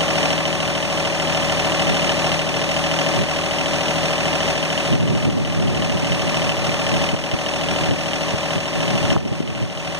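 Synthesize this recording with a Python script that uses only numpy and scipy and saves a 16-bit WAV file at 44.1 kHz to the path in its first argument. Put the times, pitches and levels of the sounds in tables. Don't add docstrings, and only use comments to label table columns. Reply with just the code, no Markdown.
import sys
import numpy as np
from scipy import signal
from scipy.fft import rfft, irfft, next_fast_len
from scipy.io import wavfile
from scipy.ndimage import map_coordinates

SR = 44100
rng = np.random.default_rng(int(sys.argv[2]) if len(sys.argv) > 2 else 0)


def to_wav(sig):
    pcm = np.clip(np.atleast_2d(sig), -1, 1) * 32767
    pcm = np.round(pcm).astype(np.int16)
    wavfile.write(sys.argv[1], SR, pcm.T)


N = 440559
T, HZ = np.arange(N) / SR, np.fft.rfftfreq(N, 1 / SR)


def amp(db):
    return 10 ** (np.asarray(db) / 20)


def unit(x):
    return x / np.sqrt(np.mean(x ** 2) + 1e-20)


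def curve(rows):
    return np.interp(T, *np.transpose(rows))


def over_hz(rows):
    hz, value = np.transpose(rows)
    return np.interp(np.log(HZ + 1), np.log(hz), value)


def colour(x, spectrum):
    return irfft(rfft(x) * amp(over_hz(spectrum)), N)


def blend(a, b, shares):
    share = np.clip(over_hz(shares), 0, 1)
    return irfft(rfft(a) * np.sqrt(1 - share) + rfft(b) * np.sqrt(share), N)


def wander(rate_hz):
    points = rng.standard_normal(2000)
    return np.interp(T * rate_hz, np.arange(2000), points) * np.sqrt(3 / 2)


def drone(turns, gain_db=-2, waver_hz=8):
    orders = {3: (-54, -45), 6: (-46, -43), 8: (-52, -54), 9: (-48, -45), 11: (-49, -47), 12: (-38, -36.5),
              15: (-45, -47), 18: (-54, -47), 20: (-49, -43), 21: (-44.5, -33), 24: (-44.5, -47),
              28: (-45, -58), 31: (-46, -60), 44: (-58, -47), 59: (-44, -58), 65: (-45, -54),
              69: (-46, -60), 83: (-47, -70), 132: (-42.5, -47)}
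    exhaust_lag_cycles, spread_rad, smear_rad, waver = .115, .012, .25, .2
    out = np.zeros((2, N))
    for order, (centre_db, wide_db) in orders.items():
        uneven = np.pi / 2 * (order % 3 != 0)
        held = spread_rad * (order - 45) ** 2
        angle = 2 * np.pi * order * (turns - exhaust_lag_cycles) + uneven - held
        angle = angle + smear_rad * rng.standard_normal() + waver * wander(waver_hz)
        size = np.sqrt(2) * (1 + waver * wander(waver_hz))
        out[0] += amp(centre_db) * size * np.cos(angle)
        out[1] += amp(wide_db) * size * np.sin(angle)
    return amp(gain_db) * out


def thuds(turns, gain_db=-4.0):
    # (place in the cycle [0-1], level [dB], pitch [Hz])
    shoves = [(.0007, -25.6, 789), (.0743, -17.8, 594), (.2446, -19, 626), (.3862, -21.8, 738),
              (.4239, -20.8, 574), (.544, -27.5, 730), (.5821, -30, 919), (.761, -20, 577)]
    # (frequency [Hz], gain [dB])
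    centre_colour = [(500, -1), (570, .7), (610, 0), (645, 2.7), (680, -3), (740, 3), (800, 3.5), (870, 3)]
    # (frequency [Hz], gain [dB])
    wide_colour = [(600, -13), (645, -3), (680, -14), (850, -11)]
    swell_s, uneven_db, length_s = .00423, .4, .06
    t = np.arange(0, length_s, 1 / SR)
    cycles = np.arange(int(turns[-1]) + 1)
    swell = t / swell_s * np.exp(1 - t / swell_s)
    out = np.zeros(N)
    for place, db, hz in shoves:
        force = amp(db + uneven_db * rng.standard_normal(len(cycles)))
        hits = np.bincount(np.searchsorted(turns, cycles + place), force, N + 1)[:N]
        out += signal.oaconvolve(hits, swell * np.sin(2 * np.pi * hz * t))[:N]
    quadrature = signal.hilbert(out, next_fast_len(N))[:N].imag
    return amp(gain_db) * np.array([colour(out, centre_colour), colour(quadrature, wide_colour)])


def cyclic_noise(turns, size=3288):
    # (frequency [Hz], share of power [0-1])
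    repeating = [(400, .4), (550, .2), (850, .42), (1100, .4), (1800, .55), (3000, .38), (4200, .3),
                 (7000, .08)]
    pattern = unit(irfft(np.exp(2j * np.pi * rng.random(size // 2 + 1))))
    again = map_coordinates(pattern, [turns % 1 * size], order=3, mode="grid-wrap")
    return blend(rng.standard_normal(N), again, repeating)


def ring(pitch_hz, size=2600):
    # (frequency [Hz], level [dB], t60 [s], wide minus centre [dB])
    block = [(1120, 0, .03, 0), (1771, -2.5, .032, -4), (2000, 0, .02, 1), (2470, 1, .032, 0),
             (2670, 1, .032, -2), (2790, -2, .025, -3), (2970, 1, .028, -.5), (3070, 0, .02, -1),
             (3460, -4, .035, -3), (4690, -6, .03, 0), (5560, -2, .05, 0)]
    reach_hz, spill, rise_s, scatter_rad = 220, .08, .0007, .8
    t = np.arange(size) / SR
    hz, db, t60_s, wide_db = np.transpose(block)[:, :, None]
    weight = spill + np.exp(-((hz - pitch_hz) / reach_hz) ** 2)
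    angle = 2 * np.pi * hz * t
    wide_angle = angle + scatter_rad * rng.standard_normal(hz.shape)
    modes = np.array([np.sin(angle), amp(wide_db) * np.sin(wide_angle)])
    decay = amp(db - 60 * t / t60_s)
    return (weight * decay * modes).sum(1) * (1 - np.exp(-t / rise_s))


def blows(turns):
    # (place in the cycle [0-1], clatter level [dB], ring level [dB], pitch rung hardest [Hz])
    knocks = [(.05, -8, -12, 3050), (.085, 3.2, -7, 1970), (.087, 1, 3.4, 2950), (.125, -4, -8, 1800),
              (.155, 1, -2.5, 2700), (.19, -1, -2, 2780), (.205, -1, -4.5, 1950), (.335, -9, -11, 2600),
              (.365, -9, -6.5, 1120), (.385, 1, -5, 3500), (.403, 1.5, -5, 5560), (.42, 1, 0, 2450),
              (.445, 0, -2, 1900), (.465, -2, 1, 2680), (.55, -4, -9, 2150), (.585, -7, -6, 1120),
              (.635, -7, -9, 2650), (.72, -2, -6, 3400), (.755, 0, 1.5, 2560), (.79, -3, -4, 1950),
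              (.86, -4, -7, 2850), (.925, -4, -11, 5560)]
    # (time [s], extra level of the ring [dB])
    hard_firings = [(.23, 3), (.45, 5.5), (.6, 3), (1.05, 3), (1.2, 3), (1.5, 4), (1.8, 4), (2.09, 5),
                    (2.39, 5), (2.84, 4), (2.99, 3.5), (3.51, 3), (3.81, 3), (4.41, 3), (4.78, 5.5),
                    (5.08, 4), (5.45, 4), (5.82, 5.5), (6.05, 3.5), (6.12, 5), (6.49, 6.5), (7.09, 5.5),
                    (7.46, 5.5), (7.54, 3.5), (7.91, 4.5), (8.13, 5), (9.1, 6)]
    first_cylinder = (.08, .13)
    jitter_cycles, decay_s, uneven_db = .001, .006, 1.9
    between = .52
    hard_clatter = .2
    cycles = np.arange(int(turns[-1]) + 1)
    clatter, ringing = np.zeros(N), np.zeros((2, N))
    hard_db = np.zeros(len(cycles))
    for s, db in hard_firings:
        hard_db[int(np.interp(s, T, turns))] = db
    for place, clatter_db, ring_db, pitch_hz in knocks:
        force, late = rng.standard_normal((len(cycles), 2)).T
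        extra_db = hard_db * (first_cylinder[0] < place < first_cylinder[1])
        force_db = uneven_db * force * (extra_db == 0)
        at = np.searchsorted(turns, cycles + place + jitter_cycles * late)
        blow_power = amp(clatter_db + force_db + hard_clatter * extra_db) ** 2
        clatter += np.bincount(at, blow_power, N + 1)[:N]
        struck = ring(pitch_hz)
        for start, gain in zip(at, amp(ring_db + force_db + extra_db)):
            ringing[:, start:start + struck.shape[1]] += gain * struck[:, :N - start]
    power = signal.lfilter([1], [1, -np.exp(-2 / (decay_s * SR))], clatter)
    return np.sqrt(between ** 2 + power), ringing / ringing[0].std()


def with_wide(centre, other):
    # (frequency [Hz], share of power [0-1])
    shared = [(200, .2), (700, .5), (1200, .5), (2000, .15), (3200, .3), (5500, .2), (7500, .03)]
    return centre, blend(other, centre, shared)


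def dips():
    # (time [s], depth [dB], fall [s])
    falls = [(.29, 2.5, 0.14), (.55, 2.5, 0.19), (2.36, 2.5, 0.063), (3.14, 3.5, 0.11), (4.48, 3, 0.11),
             (4.83, 7.5, 0.19), (5.16, 9, 0.16), (5.52, 7, 0.074), (5.8, 5, 0.1), (6.45, 3.5, 0.075),
             (7.02, 7, 0.17), (7.85, 5.5, 0.07), (8.27, 4, 0.095), (8.52, 5.5, 0.069), (9.09, 14, .12),
             (9.34, 13.5, 0.089), (9.55, 11.5, 0.11)]
    hold_s, recover_s, flutter_db, flutter_hz = 0.0032, 0.54, .3, 12
    depth_db = np.zeros(N)
    for s, db, fall_s in falls:
        fall = np.sin(np.pi / 2 * np.clip((T - s) / fall_s, 0, 1)) ** 2
        recovery = np.exp(-np.maximum(T - s - fall_s - hold_s, 0) / recover_s)
        depth_db = np.maximum(depth_db, db * fall * recovery)
    return amp(flutter_db * wander(flutter_hz) - depth_db)


def engine(clatter_db=-27, wide_db=-28.0, gain_db=3.5):
    # (time [s], cycle rate [Hz])
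    speed = [(0, 13.416), (.7, 13.426), (1.3, 13.414), (2.2, 13.405), (3, 13.412), (3.7, 13.427),
             (4.2, 13.421), (5, 13.394), (6.3, 13.411), (10, 13.412)]
    # (frequency [Hz], share of power [0-1])
    pulsing = [(150, .15), (600, .12), (1100, .28), (1800, .7), (3000, .62), (4500, .42), (9000, .26)]
    # (frequency [Hz], level [dB])
    clatter_colour = [(58, -47), (95, -9.5), (155, -4.5), (480, -5), (660, -5.5), (800, -2.5), (980, -4),
                      (1130, -3.5), (1400, -7.5), (1900, -6.5), (2700, -5), (3300, -7.5), (4300, -12.5),
                      (6300, -14), (9000, -22.5), (12000, -32), (15300, -43)]
    # (frequency [Hz], level [dB])
    clatter_wide_colour = [(20, -18), (58, -1), (150, 4), (250, 5), (330, -3), (620, -2), (900, -1),
                           (1800, 2), (2600, 9), (3500, 2.5), (4300, 0), (6300, -3), (9000, -9.5),
                           (12000, -22), (15300, -30)]
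    ring_db, ring_wide_db = -29.3, -30.6
    turns = np.cumsum(curve(speed)) / SR
    pulse, ringing = blows(turns)
    rattles = []
    for _ in range(2):
        steady = cyclic_noise(turns)
        knocking = unit(pulse * cyclic_noise(turns))
        rattles.append(blend(steady, knocking, pulsing))
    rattle, rattle_wide = with_wide(*rattles)
    centre = amp(clatter_db) * unit(colour(rattle, clatter_colour)) + amp(ring_db) * ringing[0]
    wide = amp(wide_db) * unit(colour(rattle_wide, clatter_wide_colour)) + amp(ring_wide_db) * ringing[1]
    return amp(gain_db) * (np.array([centre, wide]) + drone(turns) + thuds(turns)) * dips()


def gusts():
    # (start [s], length [s], level before slackening [dB])
    blasts = [(4.4, .13, -82), (4.903, 0.63, -20.5), (5.56, 1.55, -22.5), (7.543, 0.36, -36),
              (8.734, 0.81, -23)]
    breeze_db, rise_s, sag_db_per_s, release_s = -37, 0.027, 7, 0.15
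    strength = np.full(N, amp(breeze_db))
    for start, length, db in blasts:
        age = np.maximum(T - start, 0)
        release = np.exp(-np.maximum(age - length, 0) / release_s)
        strength += np.minimum(age / rise_s, 1) * amp(db - sag_db_per_s * age) * release
    return strength


def wind(gain_db=-1, centre_db=-14, lumps_db=-1, lumps_hz=22, split_hz=380, rightward=0.15):
    # (time [s], level [dB], length [s], centre relative to wide [dB])
    buffets = [(1.908, -20, 0.06, -24), (3.203, -17.5, 0.053, -11), (4.932, -14.5, 0.045, -10.5),
               (5.04, -20, 0.032, -9), (5.12, -19, .07, -9.5), (5.278, -15, .035, -10.5),
               (5.373, -15, .02, -20), (5.663, -20.5, .025, -13), (5.717, -25, 0.041, -4),
               (5.8, -22, 0.046, -7), (5.952, -17, 0.021, -10), (6.04, -21, .03, -22),
               (6.12, -19, 0.043, -9), (6.193, -44, 0.022, -12), (6.265, -23, 0.037, -9),
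               (6.693, -17, 0.015, -13), (6.94, -18, 0.051, -11), (7.023, -20, .02, -19),
               (7.139, -13, 0.013, -16), (7.342, -14, 0.011, -13), (7.717, -22.5, 0.029, -7),
               (7.828, -20, 0.025, -8), (7.91, -15, 0.047, -16), (8.342, -17, 0.015, -10.5),
               (8.57, -15, .022, -13), (8.952, -20, 0.019, -10), (9.05, -17, 0.016, -10),
               (9.12, -18, 0.05, -17), (9.163, -13, .013, -13), (9.264, -17, 0.012, -10),
               (9.323, -16.5, 0.012, -10), (9.627, -18, 0.036, -13.5), (9.9, -26, .02, -15)]
    # (frequency [Hz], level [dB])
    rumble = [(20, -30), (45, -15), (80, -2.5), (130, .5), (190, -0.5), (300, -5.5), (450, -10), (700, -23),
              (1200, -29), (3000, -53), (9000, -90)]
    # (frequency [Hz], gain [dB])
    rumble_centre = [(50, -9), (130, 1.5), (500, 2)]
    bright_db = 0.5
    lumps = amp(lumps_db * wander(lumps_hz))
    flow = (gusts() * lumps * amp([[centre_db], [0]])) ** 2
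    eddies = np.zeros((2, N))
    for s, db, length, press_db in buffets:
        near = slice(max(int((s - 2 * length) * SR), 0), int((s + 2 * length) * SR))
        burst = np.exp(-np.pi * ((T[near] - s) / length) ** 2)
        eddies[:, near] += amp([[db + press_db], [db]]) ** 2 * burst
    low, high = np.sqrt(flow + eddies), np.sqrt(flow + eddies * amp(bright_db) ** 2)
    air = unit(colour(rng.standard_normal((2, N)), rumble))
    bass = irfft(rfft(air) / (1 + (HZ / split_hz) ** 4), N)
    centre, wide = amp(gain_db) * (bass * low + (air - bass) * high)
    return np.array([colour(centre - rightward * wide, rumble_centre), wide])


def pops(centre_share=0.35):
    # (time [s], level [dB], width [s])
    knocks_and_thumps = [(5.156, -16, .0012), (7.1474, -15, .00059), (7.9106, -12.5, .00065),
                         (7.9405, -16, .0007), (9.097, -13, .0018), (9.1183, -13, .0005),
                         (9.1235, -12, .0016), (9.1654, -9.5, .00044), (9.1735, -9.5, .0022),
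                         (9.4055, -9, .0013)]
    swing = np.zeros(N)
    for s, db, width_s in knocks_and_thumps:
        u = np.minimum(((T - s) / width_s) ** 2, 50)
        swing += amp(db) * (1 - 2 * u) * np.exp(-u)
    slope = np.gradient(swing)
    return np.array([centre_share * slope / np.abs(slope).max(), swing])


def scene():
    centre, wide = engine() + wind() + pops()
    return np.array([centre + wide, centre - wide])


def record(dry):
    # (frequency [Hz], left minus right [dB])
    lean_db = [(50, 1.5), (150, 2.5), (400, 3.5), (760, 1.5), (1200, -1), (1900, 7.5), (2900, -4.5),
               (3700, 0.5), (5500, -2.5), (14000, 1)]
    notch_breadth = (0.95, 0.91)
    pair_delay_s, edge_hz = .000398, 15450
    centre, wide = rfft(dry[0] + dry[1]) / 2, rfft(dry[0] - dry[1]) / 2
    angle = np.pi * HZ * pair_delay_s
    combs = np.array([np.sin(np.maximum(angle, np.pi / 2)), np.cos(angle)])
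    combs = np.sign(combs) * np.abs(combs) ** np.array(notch_breadth)[:, None]
    centre = centre * combs[0]
    wide = wide * combs[1] * np.exp(1j * np.clip(angle - np.pi / 4, 0, np.pi / 2))
    lean = amp(over_hz(lean_db) / 2)
    edge = np.clip((edge_hz - HZ) / 150, 0, 1)
    return irfft(np.array([(centre + wide) * lean, (centre - wide) / lean]) * edge, N)


dry = scene()
out = record(dry)
to_wav(out)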